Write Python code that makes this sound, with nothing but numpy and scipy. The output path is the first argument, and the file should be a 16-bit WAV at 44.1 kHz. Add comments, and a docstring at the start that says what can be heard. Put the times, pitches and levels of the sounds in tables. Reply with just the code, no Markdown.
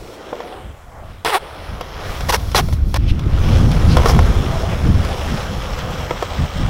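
"""Skateboard in a concrete bowl

A skateboarder carves, hops onto a mound, slides round and rolls past close to a following camera.
Hard wheels roar on the grit, clack on landings and joints, and chatter in short skids.
The slab mirrors the board's sound as a wandering notch; wind buffets the microphone."""
import sys
import numpy as np
from scipy import signal
from scipy.fft import rfft, irfft, next_fast_len
from scipy.io import wavfile
from scipy.ndimage import uniform_filter1d, map_coordinates

SR = 44100
rng = np.random.default_rng(int(sys.argv[2]) if len(sys.argv) > 2 else 0)


def int16_out(signal):
    """Quantize to a 16-bit WAV file."""
    q = np.round(np.clip(np.atleast_2d(signal).T, -1, 1) * 32767)
    wavfile.write(sys.argv[1], SR, q.astype(np.int16))


N = 295029

# The tone of wheels on concrete: low roar, sandy grit, fine hiss.
# Each row: frequency in Hz, relative level in dB.
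ROAR_SPECTRUM = [(150, -5.5), (330, -17), (500, 0), (760, -.5), (950, -2.5), (1300, -2.5), (1700, -10),
                 (2400, -13.5)]
GRIT_SPECTRUM = [(1100, -2.5), (2000, 0), (3250, 2.5), (4500, -8), (5400, -9.5), (6500, -19.5), (8500, -19)]
HISS_SPECTRUM = [(5000, 8.5), (10000, -3), (13000, -8), (16000, -7.5)]
# The ring of steel trucks and bearings. Each row: frequency in Hz, width in Hz, relative level in dB.
STEEL_RESONANCES = [(3350, 48, 14.5), (4080, 650, 6), (5030, 270, 6.5), (5440, 55, 13.5), (5900, 120, 6.5)]


def amp(db):
    """Decibels to gain."""
    return 10 ** (np.asarray(db) / 20)


def unit(x):
    """Scale to rms 1."""
    return x / np.sqrt(np.mean(x ** 2) + 1e-20)


def curve(points):
    """Straight lines through (seconds, value) points, one value a sample."""
    return np.interp(np.arange(N) / SR, *np.transpose(points))


def swells(rows):
    """Bell-shaped rises in dB. 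Each row: centre in seconds, length in seconds, rise in dB."""
    t = np.arange(N) / SR
    return sum(db * np.exp(-(2 * (t - centre) / length) ** 2) for centre, length, db in rows)


def wobble(rate):
    """A smooth random curve, rate knots a second."""
    knots = rng.standard_normal(int(N * rate / SR) + 4)
    return map_coordinates(knots, [np.arange(N) * rate / SR])


def noise(length=N):
    """White noise."""
    return rng.standard_normal(length)


def grains(rate, spread_db):
    """Tiny impacts on sand grains, rate a second, of scattered size."""
    hits = rng.random(N) < rate / SR
    return unit(hits * noise() * amp(spread_db * noise()))


def filtered(x, response):
    """x through a filter whose gain is a function of frequency."""
    size = next_fast_len(len(x) + 8192)
    return irfft(rfft(x, size) * response(np.fft.rfftfreq(size, 1 / SR)), size)[:len(x)]


def coloured(x, spectrum):
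    """x shaped by (Hz, dB) points on a log axis, at rms 1."""
    hz, db = np.transpose(spectrum)
    response = lambda f: amp(np.interp(np.log(f + 1), np.log(hz), db, left=-120, right=-120))
    return unit(filtered(x, response))


def resonate(x, peaks):
    """x through (Hz, width Hz, dB) resonances of alternating sign, at rms 1."""
    def response(f):
        return sum((-1) ** k * amp(db) * 1j * f * width / (hz * hz - f * f + 1j * f * width)
                   for k, (hz, width, db) in enumerate(peaks))
    return unit(filtered(x, response))


def noise_band(hz, width_hz):
    """Noise passed twice through one resonance."""
    peak = [(hz, width_hz, 0)]
    return resonate(resonate(noise(), peak), peak)


def air():
    """A faint steady hiss lies under everything."""
    return amp(-56) * coloured(noise(), [(100, 10), (16000, -8)])


def wind():
    """Eddies thump the microphone port as hard as each gust drives them; small ones come in flurries."""
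    # Airflow over the moving camera. Each row: time in seconds, strength in dB.
    airflow = [(0.0, -37), (0.18, -49), (1.36, -42), (2.8, -18), (4.19, -13.5), (4.55, -20), (5.01, -21),
               (6.15, -31.5), (6.69, -27.5)]
    # Gusts and lulls. Each row: centre in seconds, length in seconds, rise in dB.
    gusts = [(0.677, 0.14, 14.5), (1.08, 0.28, 9), (1.717, 0.08, 11.5), (3.12, 0.024, 7.5), (3.2, 0.11, -6),
             (3.27, 0.021, 8), (3.34, 0.03, 6.5), (3.65, 0.41, 3), (4.18, 0.11, 4.5), (4.92, 0.15, 8.5),
             (6.414, 0.09, 14.5), (6.63, 0.15, 9.5)]
    # The rumble of large eddies. Each row: frequency in Hz, relative level in dB.
    buffet_spectrum = [(12, -0.5), (75, 2.5), (115, -4), (160, -13), (350, -27), (700, -83)]
    # Small eddies grow with speed. Each row: time in seconds, level in dB against the large ones.
    flurries = [(1.5, -13.5), (3.9, -8), (4.8, -5)]
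    buffet_db = 2  # against the airflow
    eddies = coloured(noise(), buffet_spectrum)
    levelled = eddies / np.sqrt(np.abs(uniform_filter1d(eddies ** 2, size=SR // 16)))
    large = levelled * amp(2.4 * wobble(26))
    small = coloured(noise(), [(70, -11), (150, 0), (260, -11), (600, -30.5)]) * amp(5.1 * wobble(18))
    level = amp(curve(airflow) + swells(gusts) + buffet_db)
    return level * (unit(large) + amp(curve(flurries)) * unit(small))


def slab_bounce(x):
    """Direct sound and its bounce off the concrete cancel in one band and add up just above it."""
    # The path of the notch. Each row: time in seconds, frequency in Hz, depth in dB.
    notch_path = [(.25, 13500, 4), (.48, 6800, 11), (.72, 5000, 7), (.97, 3700, 8), (1.1, 7200, 3),
                  (1.35, 6100, 9), (1.92, 8600, 10), (2.1, 7800, 3), (3.1, 7800, 5), (5.2, 8000, 2),
                  (5.95, 9200, 6), (6.65, 11800, 7)]
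    width_hz, lift_above_hz, lift_share = 1300, 3200, 0.5
    hz, t, spectrum = signal.stft(x, SR, nperseg=256)
    times, notch_hz, depth_db = np.transpose(notch_path)
    offset_hz = hz[:, None] - np.interp(t, times, notch_hz)
    dip = np.exp(-(offset_hz / width_hz) ** 2)
    lift = lift_share * np.exp(-((offset_hz - lift_above_hz) / width_hz) ** 2)
    gain = amp(np.interp(t, times, depth_db) * (lift - dip))
    return signal.istft(spectrum * gain, SR, nperseg=256)[1][:N]


def free_spin():
    """With the weight off them the wheels spin on, and only the bearings sound."""
    # Each row: start in seconds, end in seconds, level in dB.
    spins = [(0.0, 0.15, -52.5), (2.08, 2.736, -45.5), (2.882, 2.94, -49.5)]
    rise_s, fade_s = 0.029, 0.037
    t = np.arange(N) / SR
    level = sum(amp(db) * np.exp(-np.maximum(start - t, 0) / rise_s - np.maximum(t - end, 0) / fade_s)
                for start, end, db in spins)
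    balls = coloured(noise(), [(4000, 4.5), (6500, 5), (11000, -0.5), (16000, 0)])
    return level * (balls + amp(-1) * resonate(noise(), STEEL_RESONANCES))


def carve_hum():
    """Wheels and deck hum in one narrow, gliding resonance as the rider leans into a carve."""
    # Each row: start in seconds, end in seconds, first pitch in Hz, last pitch in Hz, level in dB.
    carves = [(0.151, 0.68, 621, 792, -41), (0.864, 1.137, 718, 621, -46), (4.43, 4.778, 660, 648, -32.5),
              (5.27, 6.29, 515, 499.4, -38.5)]
    width_hz = 75
    t, out = np.arange(N) / SR, np.zeros(N)
    for start, end, first_hz, last_hz, db in carves:
        progress = np.clip((t - start) / (end - start), 0, 1)
        phase = 2 * np.pi * np.cumsum(first_hz + (last_hz - first_hz) * progress) / SR
        hum = unit(wobble(width_hz) * np.cos(phase) + wobble(width_hz) * np.sin(phase))
        out += amp(db) * np.sqrt(np.abs(np.sin(np.pi * progress))) * hum
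    return out


def rubs():
    """Shoes and wheels drag and squeak: fine slips swell and fade in one resonance."""
    # Each row: centre in seconds, length in seconds, pitch in Hz, width in Hz, level in dB.
    squeaks = [(2.561, 0.022, 4100, 600, -17.5), (2.735, 0.018, 2980, 7000, -35),
               (3.098, 0.036, 2850, 2170, -30), (3.918, 0.064, 4280, 1500, -30.5),
               (4.097, 0.04, 5400, 1200, -26)]
    t = np.arange(N) / SR
    return sum(amp(db) * np.exp(-(2 * (t - centre) / length) ** 2) * noise_band(hz, width_hz)
               for centre, length, hz, width_hz, db in squeaks)


def skids():
    """Urethane sticks and slips sideways; the chatter slows under load and rises as the wheel grips."""
    # Each row: start, peak and end in seconds, chatter level in dB, chatter rate at full load in Hz,
    # roughness from 0 to 1, scrape level in dB, fizz level in dB.
    slides = [(1.248, 1.264, 1.32, -24, 389, 0.9, -20, -28),
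              (1.304, 1.352, 1.387, -13, 365, .1, -19, -26.5),
              (2.283, 2.302, 2.316, -14, 470, .35, -20, -21.5),
              (2.317, 2.343, 2.369, -14, 430, .35, -18, -19.5),
              (2.547, 2.559, 2.597, -18, 400, .6, -18.5, -19.5),
              (2.565, 2.595, 2.614, -13.5, 350, .15, -20, -25.5),
              (2.955, 2.963, 2.977, -20, 460, .55, -23, -28),
              (4.045, 4.091, 4.135, -22, 330, .83, -29, -28)]
    # A slipping wheel rings truck and deck. Each row: frequency in Hz, width in Hz, relative level in dB.
    body = [(417, 290, 0), (730, 244, 8), (1070, 365, 5), (1480, 95, -5), (1823, 58, -0.5)]
    # The coarse scrape and the bright fizz above it. Each row: frequency in Hz, relative level in dB.
    scrape_spectrum = [(400, 5), (1100, 13), (2000, 10), (3800, 4.5), (4800, -42), (7000, -51)]
    fizz_spectrum = [(2500, -1), (4000, 3), (5700, 6.5), (7200, 0), (10000, -3.5), (16000, -7)]
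    scrape = coloured(grains(rate=14000, spread_db=2), scrape_spectrum)
    scrape += amp(-10) * resonate(noise(), STEEL_RESONANCES)
    fizz = coloured(noise(), fizz_spectrum)
    drift, bounce = wobble(500), amp(1.8 * wobble(350))
    judder = resonate(noise(), body)
    out = np.zeros(N)
    for start, peak, end, chatter_db, hz, rough, scrape_db, fizz_db in slides:
        span = np.arange(round(start * SR), round(end * SR))
        load = np.interp(span / SR, [start, peak, end], [0, 1, 0])
        slip_hz = hz * (1 + 0.4 * (1 - load) ** 1.3) * (1 + 0.12 * rough * drift[span])
        cycles = np.cumsum(slip_hz) / SR
        slips = np.diff(np.floor(cycles), prepend=0) * amp(0.8 * noise(len(span)))  # one kick a cycle
        chatter = np.sqrt(1 - rough) * resonate(slips, body) + np.sqrt(rough) * judder[span]
        friction = amp(scrape_db) * scrape[span] + amp(fizz_db) * fizz[span]
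        out[span] += amp(chatter_db) * load * chatter + load ** 0.76 * bounce[span] * friction
    return out


def rattle():
    """Joints shake the trucks: a dense, uneven run of small knocks, as rows for clacks()."""
    # Start in seconds, end in seconds, knock level in dB.
    start, end, db = (3.99, 4.175, -12.5)
    knocks_per_s = 70
    times = np.arange(start, end, 1 / knocks_per_s)
    scatter = rng.uniform(-1, 1, (len(times), 2))
    return [(time + 0.5 * shift / knocks_per_s, db + 2 * size, db - 18)
            for time, (shift, size) in zip(times, scatter)]


def clacks():
    """Each blow rings the board at new strengths, with a crack of crushed grit and a ring of steel."""
    # Wheels and tail hit concrete. Each row: start in seconds, knock strength in dB, crack strength in dB.
    blows = [(0.328, -11.5, -62), (0.403, -17.5, -39), (1.248, -8.5, -14.5), (1.259, -9.5, -24),
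             (1.283, -14, -22), (1.293, -15, -24), (1.302, -14, -21), (1.81, -14, -25), (2.207, -24, -26),
             (2.294, -16, -20), (2.516, -26, -28), (2.686, -20.5, -35), (2.726, -22, -33),
             (2.547, -1.5, -18), (2.942, -12, -17), (3.193, -23, -30), (3.715, -25, -23), (5.049, -20, -27),
             (5.79, -24, -27), (3.969, -1.5, -16), (4.058, 2, -18), (4.094, -9.5, -23), (4.19, -3, -22),
             (6.108, -7, -30), (6.225, -5, -25)]
    # Deck, trucks and wheels. Each row: frequency in Hz, relative level in dB, seconds to fall 60 dB.
    board_modes = [(370, -5, 0.03), (487, -3.5, 0.063), (585, -12.5, 0.11), (709, 1.5, 0.024),
                   (934, 2, 0.019), (1050, -3.5, 0.05), (1343, -5.5, 0.029), (1797, -12, 0.032),
                   (2150, -3, 0.01), (3350, -11, 0.021)]
    t, out = np.arange(SR // 4) / SR, np.zeros(N + SR)
    hz, mode_db, t60 = np.transpose(board_modes)[:, :, None]
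    attack = 1 - np.exp(-t / 0.0004)

    def decay(db, t60):
        return amp(db - 60 * t / t60)

    for start, knock_db, crack_db in blows + rattle():
        strength, detune = rng.standard_normal((2, len(board_modes), 1))
        # a blow with little crack loses its upper modes and lands dull
        dulling_db = 0.4 * min(crack_db - knock_db + 22, 0) * np.log2(np.maximum(hz / 600, 1))
        tones = np.sin(2 * np.pi * hz * (1 + 0.03 * detune) * t)
        modes = decay(mode_db + dulling_db + 2 * strength, t60) * tones
        ring = attack * np.sum(modes * rng.choice([-1, 1], (len(board_modes), 1)), axis=0)
        knock = amp(knock_db + 1) * ring / np.abs(ring).max()
        thud = decay(knock_db - 15, t60=0.027) * coloured(noise(len(t)), ROAR_SPECTRUM)
        crack = decay(crack_db - 1, t60=0.037) * coloured(noise(len(t)), GRIT_SPECTRUM)
        steel = decay(crack_db - 10, t60=0.073) * resonate(noise(len(t)), STEEL_RESONANCES)
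        sizzle = decay(crack_db - 1.5, t60=0.018) * coloured(noise(len(t)), HISS_SPECTRUM)
        out[round(start * SR):][:len(t)] += knock + attack * (thud + crack + steel + sizzle)
    return out[:N]


def patchy_concrete(x, spread_db=1.3):
    """No two stretches of concrete are alike: narrow bands of the sound surge and sink by chance."""
    spectrum = signal.stft(x, SR, nperseg=512)[2]
    patches = uniform_filter1d(rng.standard_normal(spectrum.shape), size=6, axis=0)  # across frequency
    patches = uniform_filter1d(patches, size=12, axis=1)  # across time
    return signal.istft(spectrum * amp(spread_db * unit(patches)), SR, nperseg=512)[1][:N]


def rolling():
    """Grains under the wheels shake the board; uneven concrete makes the roar flutter; bearings whirr."""
    # The roll follows speed, load and distance. Each row: time in seconds, strength in dB.
    strength = [(0.0, -43), (0.47, -36), (0.75, -45.5), (1.3, -46.5), (1.43, -35), (1.96, -36),
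                (2.16, -31.5), (2.79, -42.5), (2.96, -47.5), (3.37, -32), (3.52, -29), (4.04, -26),
                (4.86, -30.5), (5.11, -28), (5.72, -31), (6.69, -32.5)]
    # Steering scrubs the wheels sideways.
    # Each row: centre in seconds, length in seconds, roar rise in dB, grit rise in dB.
    scrubs = [(0.995, 0.19, 6, -2), (1.1, 0.13, 1.5, 5.5), (2.036, 0.21, 3.5, 4), (3.023, 0.2, 2.5, 11),
              (3.513, 0.21, 2, 4), (5.353, 0.33, 2.2, 3), (6.25, 0.94, 2.8, 4)]
    # The deck booms under load and thins as the rider hangs light on the wall.
    # Each row: time in seconds, level in dB against the roll.
    deck_boom = [(.55, 3), (.85, -11), (1.6, -7), (4.9, -3), (5.5, -10.5)]
    firm_db = -30  # strength of a firm roll close by
    roar_db, grit_db, hiss_db = -1.5, -7.5, -14.5  # each layer against a firm roll
    grit_growth, hiss_growth = 1.045, 1.33  # dB per dB of strength: harder rolling is brighter
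    roar_rise_db = swells([(centre, length, db) for centre, length, db, _ in scrubs])
    grit_rise_db = swells([(centre, length, db) for centre, length, _, db in scrubs])
    effort_db = curve(strength) - firm_db
    flutter_db = 0.53 * wobble(80) + 0.65 * wobble(14)
    roar = amp(roar_db + effort_db + roar_rise_db + flutter_db) * coloured(noise(), ROAR_SPECTRUM)
    boom = amp(curve(deck_boom) + effort_db + roar_rise_db) * noise_band(hz=406, width_hz=394)
    sand = grains(rate=3500, spread_db=2)
    coarse_ticks = amp(-13.5) * grains(rate=45, spread_db=0)
    grit_level = amp(grit_db + grit_growth * effort_db + grit_rise_db + flutter_db)
    grit = grit_level * coloured(sand + coarse_ticks, GRIT_SPECTRUM)
    bearings = amp(-1.5) * resonate(noise(), STEEL_RESONANCES)
    fine_hiss = coloured(grains(rate=20000, spread_db=2.5), HISS_SPECTRUM)
    whirr_level = amp(hiss_db + hiss_growth * (effort_db + grit_rise_db / 2) + flutter_db)
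    whirr = whirr_level * (fine_hiss + bearings)
    return amp(firm_db) * patchy_concrete(roar + boom + grit + whirr)


def scene():
    """The board over its slab, in the wind, in mono."""
    board = rolling() + free_spin() + carve_hum() + clacks() + skids() + rubs()
    return slab_bounce(board) + wind() + air()


def record(dry):
    """The camera rounds off the highest peaks and keeps nothing above its band limit."""
    top_hz = 15800
    rounded = dry / (1 + np.abs(dry) ** 8) ** (1 / 8)
    return filtered(rounded, lambda hz: hz < top_hz)


dry = scene()
out = record(dry)
int16_out(out)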